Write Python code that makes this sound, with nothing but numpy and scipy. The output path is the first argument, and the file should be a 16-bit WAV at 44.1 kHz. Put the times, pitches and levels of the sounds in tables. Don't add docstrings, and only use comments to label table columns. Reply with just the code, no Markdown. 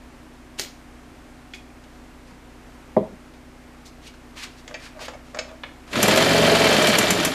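import sys
import numpy as np
from scipy import signal
from scipy.fft import rfft, irfft, next_fast_len
from scipy.io import wavfile
from scipy.ndimage import uniform_filter1d

SR = 44100
rng = np.random.default_rng(int(sys.argv[2]) if len(sys.argv) > 2 else 0)


def unload_wav(signal):
    wavfile.write(
        sys.argv[1],
        SR,
        np.round(np.clip(np.atleast_2d(signal).T, -1, 1) * 32767).astype(np.int16),
    )


def to_linear_factor(level_db):
    exponent = np.asarray(level_db, float) / 20
    return 10 ** exponent


N = 323694
TIME_S = np.arange(N) / SR

# (frequency [Hz], width [Hz], level [dB])
EXHAUST_MODES = [(70, 19, -21), (105, 25, -17.5), (170, 22, -6.5), (255, 55, -4.5), (318, 44, -4.5),
                 (425, 47, -2), (570, 70, -2.5), (638, 82, -1)]


def rms_one(x):
    return x / np.sqrt(np.mean(x ** 2) + 1e-20)


def drift(rate):
    knots = rng.standard_normal(int(N / SR * 60) + 2)
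    return np.interp(TIME_S * min(rate, 59), np.arange(len(knots)), knots)


def coloured(points):
    size = next_fast_len(N)
    hz = np.arange(size // 2 + 1) * SR / size + 1
    point_hz, point_db = np.transpose(points)
    shape_db = np.interp(np.log(hz), np.log(point_hz), point_db, left=-90, right=-90)
    spectrum = rfft(rng.standard_normal(size)) * to_linear_factor(shape_db)
    return rms_one(irfft(spectrum, size)[:N])


def band(low_hz, high_hz):
    sos = signal.butter(4, [low_hz, high_hz], "band", fs=SR, output="sos")
    return rms_one(signal.sosfilt(sos, rng.standard_normal(N)))


def resonances(x, modes):
    out = np.zeros(N)
    for k, (hz, width_hz, level_db) in enumerate(modes):
        r = np.exp(-np.pi * width_hz / SR)
        feed = np.array([1, 0, -1]) * (1 - r * r) / 2
        feedback = [1, -2 * r * np.cos(2 * np.pi * hz / SR), r * r]
        out += (-1) ** k * to_linear_factor(level_db) * signal.lfilter(feed, feedback, x)
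    return out


def clicks(times, db):
    out = np.full(N, 1e-18)
    out[np.round(np.asarray(times) * SR).astype(int)] = to_linear_factor(db)
    return out


def dying(x, t60):
    return signal.lfilter([1], [1, -to_linear_factor(-60 / (t60 * SR))], x)


def ring(x, hz, t60):
    r = to_linear_factor(-60 / (t60 * SR))
    w = 2 * np.pi * hz / SR
    return signal.lfilter([0, np.sin(w)], [1, -2 * r * np.cos(w), r * r], x)


def struck(x, hz, t60, rise_s):
    pushed = ring(x, hz, rise_s)
    return ring(pushed, hz, t60) * 2 * (1 - to_linear_factor(-60 / (rise_s * SR)))


def swell(t, peak_s, rise_s, fall_s):
    return np.exp(-2 * ((t - peak_s) / np.where(t < peak_s, rise_s, fall_s)) ** 2)


def engine_work():
    # (time [s], level [dB])
    work = [
        (5.88, -63),
        (5.932, -32.5),
        (5.984, -25),
        (6.04, -20.5),
        (6.85, -19),
        (7.07, -23),
        (7.27, -25),
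        (7.34, -29),
    ]
    s, db = np.transpose(work)
    return np.interp(TIME_S, s, db, left=-120)


def speed_lost():
    from_top_s = TIME_S - 6.42
    return np.where(from_top_s < 0, 20, 12.6) * from_top_s ** 2


def revolutions():
    top_speed_hz, tick_at_s = 23.4, 6.378
    turn = np.cumsum(np.maximum(top_speed_hz - speed_lost(), 0)) / SR
    return turn - turn[round(tick_at_s * SR)]


def engine():
    # (frequency [Hz], width [Hz], level [dB])
    casing_modes = [(1248, 75, 2.5), (1740, 540, 5.5), (2372, 56, 11), (3078, 54, 6.5), (3310, 80, 2),
                    (3585, 66, 2.5), (4147, 106, 4), (4464, 85, 4), (4880, 62, -1), (7150, 71, -19),
                    (7400, 77, -18), (9200, 74, -9)]
    # (frequency [Hz], level [dB per Hz])
    rattle_colour = [(410, -33), (700, -3), (1140, -5), (2330, -19), (2540, -5), (3180, -7), (5600, -15.5),
                     (7280, -37), (12300, -120)]
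    # (frequency [Hz], level [dB per Hz])
    hiss_colour = [(2940, -37), (5000, -3.5), (6470, -5.5), (7280, -8), (10700, -9.5), (11700, -11.5),
                   (14500, -17.5), (15300, -1)]
    full_work_db = -20
    swing_db = engine_work() - full_work_db
    roar_db = full_work_db - 4 + swing_db
    rattle_db = full_work_db - 0.5 + 1.1 * swing_db
    hiss_db = full_work_db - 13.5 + 0.93 * swing_db
    turn = revolutions()

    def beat(per_turn, lag, sharpness):
        return np.exp(-sharpness * ((per_turn * turn - lag) % 1))

    stroke = np.floor(2 * turn).astype(int) % 200
    uneven = to_linear_factor(1.12 * rng.standard_normal(200))[stroke]

    roar = rms_one(resonances(rng.standard_normal(N), EXHAUST_MODES))
    roar *= 0.77 + 1.12 * beat(1, .35, 2.4)

    knocking = (rng.random(N) < 900 / SR) * rng.standard_normal(N) * 2.8
    knocking += 0.32 * rng.standard_normal(N)
    casing = rms_one(resonances(knocking, casing_modes))
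    rattle = 0.64 * coloured(rattle_colour) + 0.72 * casing
    rattle *= (0.74 + 0.69 * beat(1.8, 0.046, 2.1)) * uneven

    ticks = rms_one(resonances(rng.standard_normal(N), [(6560, 1300, -2), (7440, 940, 0)]))
    ticks *= 1.53 * beat(0.99, 0, 2.55) * uneven
    hiss = coloured(hiss_colour) * (0.67 + 0.98 * beat(2.5, 0.1, 2.9)) + ticks
    return to_linear_factor(roar_db) * roar + to_linear_factor(rattle_db) * rattle + to_linear_factor(hiss_db) * hiss


def exhaust_note():
    # (multiple of the revolution, level [dB])
    orders = [(3, -9.5), (4, -20), (5, -4.5), (7, -1.5), (9, -7.5), (10, -1.5), (11, -2), (16, -3),
              (18, 0.5), (20, -5.5), (24, 0.5), (25, -5), (27, -5.5), (29, 2)]
    turn = revolutions()
    tones = np.zeros(N)
    for k, db in orders:
        level = to_linear_factor(db + (1 + k / 12) * drift(12))
        tones += level * np.sin(2 * np.pi * (k * turn + rng.random()) + k / 40 * drift(12))

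    firing = (np.diff(np.floor(turn - .3), prepend=0) > 0) * to_linear_factor(2.1 * drift(25))
    firing[0] = 1e-18
    pops = rms_one(resonances(firing, EXHAUST_MODES)[round(6 * SR):])
    pops = np.pad(pops, (N - len(pops), 0))

    clean_db = -1.5 - 9.5 * (1 - np.exp(-speed_lost() / 2.7))
    return to_linear_factor(engine_work() + clean_db) * (0.85 * rms_one(tones) + 0.37 * pops)


def clacks():
    # (time [s], ring level [dB], casing level [dB])
    hits = [(5.9302, -32, -19.5), (5.9549, -29, -15.5), (6.0277, -9.5, -13.5), (6.0802, -14, -11.5),
            (6.159, -18.5, -15.5), (6.1734, -16, -11), (6.2228, -19.5, -13.5), (6.641, -24, -17),
            (6.8235, -21, -27), (6.87, -16, -16), (6.886, -19, -36), (6.9842, -9.5, -13),
            (7.0265, -24, -18), (7.1043, -11, -13), (7.184, -36, -21.5), (7.229, -29, -18),
            (7.248, -11.5, -14)]
    # (frequency [Hz], level [dB], t60 [s])
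    modes = [(7210, 3, 0.029), (7500, -7, 0.023), (7800, -12, .02), (6040, -2, 0.024), (10950, -8, 0.023),
             (11500, 0, 0.014), (9050, -4, .015)]
    s, ring_db, casing_db = np.transpose(hits)
    top_db = 1.33 * ring_db - 7.5
    spread_db = rng.normal(0, 3.8, (len(s), len(modes)))
    out = np.zeros(N)
    for k, (hz, db, t60) in enumerate(modes):
        force_db = top_db + 11 if hz > 8500 else ring_db - 1.5
        hit = clicks(s, force_db + db - 6 + spread_db[:, k])
        out += (-1) ** k * struck(hit, hz, t60, rise_s=0.015)

    bright = dying(clicks(s + 0.0012, ring_db - 8.5), 0.068)
    out += uniform_filter1d(bright, size=66) * band(4800, 8000)
    brightest = dying(clicks(s + 0.00059, top_db + 0.5), 0.063)
    out += uniform_filter1d(brightest, size=66) * band(8400, 13300)
    casing = signal.lfilter([.012], [1, -.988], dying(clicks(s, casing_db - 2), 0.057))
    return out + casing * band(870, 3740)


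def thumps():
    # (time [s], level [dB], pitch [Hz])
    pushes = [(5.968, -13, 243), (6.030, -10, 200), (6.082, -12, 213), (6.126, -12.5, 272),
              (6.172, -15, 245), (6.206, -25, 243), (6.887, -11, 226), (6.988, -12, 215),
              (7.112, -14.5, 190), (7.182, -14.5, 314), (7.228, -22, 169), (7.264, -14.5, 262)]
    out = np.zeros(N)
    for s, db, hz in pushes:
        age = np.maximum(TIME_S - s, 0)
        envelope = age / 0.0092 * np.exp(1 - age / 0.005)
        cycles = np.sin(2 * np.pi * hz * age) + .5 * np.sin(2 * np.pi * 0.63 * hz * age)
        out += to_linear_factor(db) * envelope * cycles
    return out


def knocks():
    # (time [s], ring against crack [dB], body [dB], shell [dB], edge [dB])
    hits = [(1.536, -8, -62, -34.5, -49), (1.839, -8, -64, -51.5, -57), (2.309, 2, -49, -62, -65),
            (3.338, -10, -55, -54, -60), (4.14, -10, -52, -56, -58), (4.678, -17, -40.5, -39.5, -41.5),
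            (4.71, -5, -41, -53, -58), (4.742, 2, -41, -35, -44), (4.992, 0, -38.5, -57, -55),
            (5.082, -17, -28.5, -37.5, -39.5), (5.136, 5, -42, -54, -62), (5.346, -8, -30.5, -46, -42),
            (5.37, -4, -36, -41, -57), (5.388, -2, -31, -29, -30), (5.492, -9, -46, -48, -60),
            (5.635, -2.5, -32, -31, -61)]
    # (frequency [Hz], level [dB], t60 [s])
    modes = [(475, -6, 0.032), (616, 1.5, 0.041), (900, -9, 0.047), (1166, -9, 0.023), (1540, -14, 0.051),
             (1710, -3.5, 0.035), (2200, -0.5, 0.049), (2370, -7, 0.06), (2600, -7, 0.033),
             (4580, 3.5, 0.023), (5220, 4, 0.022), (6330, -3, 0.048), (6700, 1, 0.028), (7760, -13, .02)]
    s, ring_db, *parts_db = np.transpose(hits)
    spread_db = rng.normal(0, 1.5, (len(s), len(modes)))
    out = np.zeros(N)
    shake = rng.standard_normal(N)
    for k, (hz, db, t60) in enumerate(modes):
        part_db = parts_db[(hz > 1400) + (hz > 4200)]
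        hit = clicks(s, part_db + db + ring_db - 1 + spread_db[:, k])
        chatter = 0.1 * shake * dying(hit, 0.059)
        out += (-1) ** k * struck(hit + chatter, hz, t60, rise_s=0.0029)
    for part_db, (low_hz, high_hz) in zip(parts_db, [(450, 1820), (1600, 3820), (4000, 7500)]):
        out += dying(clicks(s, part_db + 1), 0.055) * band(low_hz, high_hz)
    return out


def thud():
    # (time [s], level [dB], contact softness [Hz])
    drops = [
        (2.9651, -7.5, 1490),
        (2.9729, -11, 900),
        (3.003, -21, 550),
        (3.024, -31, 900),
        (3.116, -30, 230),
    ]
    # (frequency [Hz], level [dB], t60 [s])
    modes = [(114, -19, 0.061), (189, -3, 0.089), (218, -2.5, 0.064), (357, -7, 0.067), (408, -7.5, 0.13),
             (434, -8, 0.099), (530, -1.5, 0.035), (622, 1.5, 0.044), (685, -3.5, 0.03), (800, -4.5, 0.025),
             (934, -12, 0.063), (1010, -20, 0.11), (1163, -17, 0.032), (1950, -21, 0.026)]
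    spread_db = rng.normal(0, 1.4, (len(drops), len(modes)))
    out = np.zeros(N)
    for (s, db, soft_hz), row in zip(drops, spread_db):
        hit = np.zeros(N)
        for k, (hz, level_db, t60) in enumerate(modes):
            hit += (-1) ** k * struck(clicks([s], db + level_db + row[k]), hz, t60, rise_s=0.007)
        out += signal.sosfilt(signal.butter(2, soft_hz, fs=SR, output="sos"), hit)
    out += dying(clicks([drops[0][0]], -37.5), 0.054) * band(1200, 2140)
    return out + dying(clicks([drops[1][0]], -50), 0.11) * band(2000, 4200)


def rubs():
    # (peak time [s], rise [s], fall [s], level [dB], lowest frequency [Hz])
    strokes = [(1.55, .01, 0.046, -41.5, 3500), (5.645, 0.0066, 0.074, -57, 900),
               (2.27, 0.033, 0.089, -57, 3500), (3.345, .01, .05, -51, 2500),
               (3.865, 0.021, 0.041, -45, 4020), (4.065, 0.046, 0.039, -43.5, 2200),
               (4.385, 0.028, 0.054, -40, 1690), (4.43, 0.039, 0.042, -34.5, 1630),
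               (4.6, 0.045, .02, -48.5, 3000), (4.85, 0.051, .05, -37.5, 1480),
               (5.025, 0.035, 0.084, -39.5, 1840), (5.29, 0.054, 0.054, -52, 1950),
               (5.9, 0.046, 0.034, -51, 800)]
    # (frequency [Hz], level [dB per Hz])
    colour = [(600, 12), (1700, 4), (2500, 4), (3300, 0.5), (4200, 0.5), (6300, -4.5), (9000, -11.5),
              (12000, -18.5), (15500, -24)]
    cloth = coloured(colour) * to_linear_factor(3.9 * drift(50))
    out = np.zeros(N)
    for s, rise, fall, db, low_hz in strokes:
        near = slice(int((s - .2) * SR), int((s + .4) * SR))
        no_low = signal.butter(3, low_hz, "high", fs=SR, output="sos")
        out[near] += to_linear_factor(db) * swell(TIME_S[near], s, rise, fall) * signal.sosfilt(no_low, cloth[near])
    return out


def pulley():
    # (peak time [s], rise [s], fall [s], level [dB])
    turns = [
        (4.71, .04, .06, -49.5),
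        (4.97, 0.022, 0.029, -42),
        (5.025, 0.024, .02, -35.5),
        (5.15, 0.032, .015, -45),
        (5.35, .01, .07, -36.5),
        (5.505, 0.043, 0.038, -42),
    ]
    # (frequency [Hz], width [Hz], level [dB])
    modes = [(614, 67, 1), (970, 31, -12), (1180, 46, -8), (1620, 69, -22.5)]
    bumps = (rng.random(N) < 600 / SR) * rng.standard_normal(N)
    level = sum(to_linear_factor(db) * swell(TIME_S, s, rise, fall) for s, rise, fall, db in turns)
    return level * rms_one(resonances(bumps, modes))


def puff():
    # (frequency [Hz], level [dB per Hz])
    colour = [(180, -41), (300, -14), (390, -8), (819, -15), (1050, -12), (1300, -14), (2680, -4),
              (6200, -4), (7190, -7), (12400, -20), (15300, -21)]
    peak_s, rise_s, t60_s = .596, 0.013, 0.16
    fall = to_linear_factor(-60 * np.abs(TIME_S - peak_s) / t60_s)
    blast = np.where(TIME_S < peak_s, swell(TIME_S, peak_s, rise_s, 1), fall)
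    spit = dying((rng.random(N) < 1200 / SR) * rng.exponential(1, N), 0.0033)
    return to_linear_factor(-25 + drift(53.5)) * blast * rms_one(1 + 1.3 * spit) * coloured(colour)


def blips():
    # (time [s], level [dB], pitch [Hz], t60 [s])
    touches = [(0.593, -33, 393, 0.11), (.587, -35, 11000, .012), (.598, -45, 12000, 0.25),
               (1.536, -35, 2500, 0.033), (2.31, -46, 187, .12), (4.5, -46, 450, 0.073),
               (3.7, -52, 1900, 0.11), (4.745, -35, 1900, .08), (4.746, -41, 2370, .12), (7, -47, 2240, .2),
               (1.7, -44, 2400, 0.023), (5.272, -52, 3200, .03)]
    return sum(struck(clicks([s], db), hz, t60, rise_s=0.014) for s, db, hz, t60 in touches)


def shop(x):
    t60_s, level_db = 0.33, -9.5
    t = np.arange(SR // 2) / SR
    tail = rng.standard_normal(len(t)) * to_linear_factor(-60 * t / t60_s) * (t > .006)
    tail = signal.lfilter([1], [1, -.45], tail)
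    tail /= np.sqrt(np.sum(tail ** 2))
    return to_linear_factor(level_db) * signal.fftconvolve(x, tail)[:N]


def drone():
    # (multiple of its speed, level [dB rms])
    orders = [(2, -54.5), (3, -67), (4, -53.5), (5, -67.5), (6, -68.5), (8, -60), (10, -61.5), (12, -71),
              (16, -52.5), (17, -59), (19, -62), (20, -62.5), (21, -63.5), (24, -73), (25, -65.5),
              (48, -68)]
    # (frequency [Hz], level [dB per Hz])
    air_colour = [(20, -16), (60, -10), (125, -18), (200, -20.5), (235, -10), (270, -16.5), (325, -11),
                  (350, -15.5), (400, -15.5), (740, -17), (2130, -23), (3720, -31), (8090, -36),
                  (15500, -46)]
    motor_hz = 15.32
    hum = np.zeros(N)
    for k, db in orders:
        level = np.sqrt(2) * to_linear_factor(db + 0.83 * drift(2.9))
        hum += level * np.sin(2 * np.pi * (k * motor_hz * TIME_S + rng.random()))
    return hum + to_linear_factor(-49.5 + .5 * drift(5.03)) * coloured(air_colour)


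def scene():
    no_bass = signal.butter(3, 80, "high", fs=SR, output="sos")
    handling = rubs() + pulley() + puff()
    blows = signal.sosfilt(no_bass, clacks() + thumps() + knocks() + blips() + handling)
    drop = signal.sosfilt(no_bass, thud())
    running = signal.sosfilt(no_bass, engine())
    echoes = shop(blows + 0.64 * drop + 0.54 * running)
    mix = blows + drop + running + echoes + exhaust_note() + drone()
    return mix[None]


def top_cut(x):
    return signal.sosfilt(signal.butter(12, 15480, fs=SR, output="sos"), x)


def record(dry):
    low_pass = signal.cheby2(12, 70, 15800, fs=SR, output="sos")
    finished = signal.sosfilt(low_pass, dry)
    return top_cut(finished)


dry = scene()
out = record(dry)
unload_wav(out)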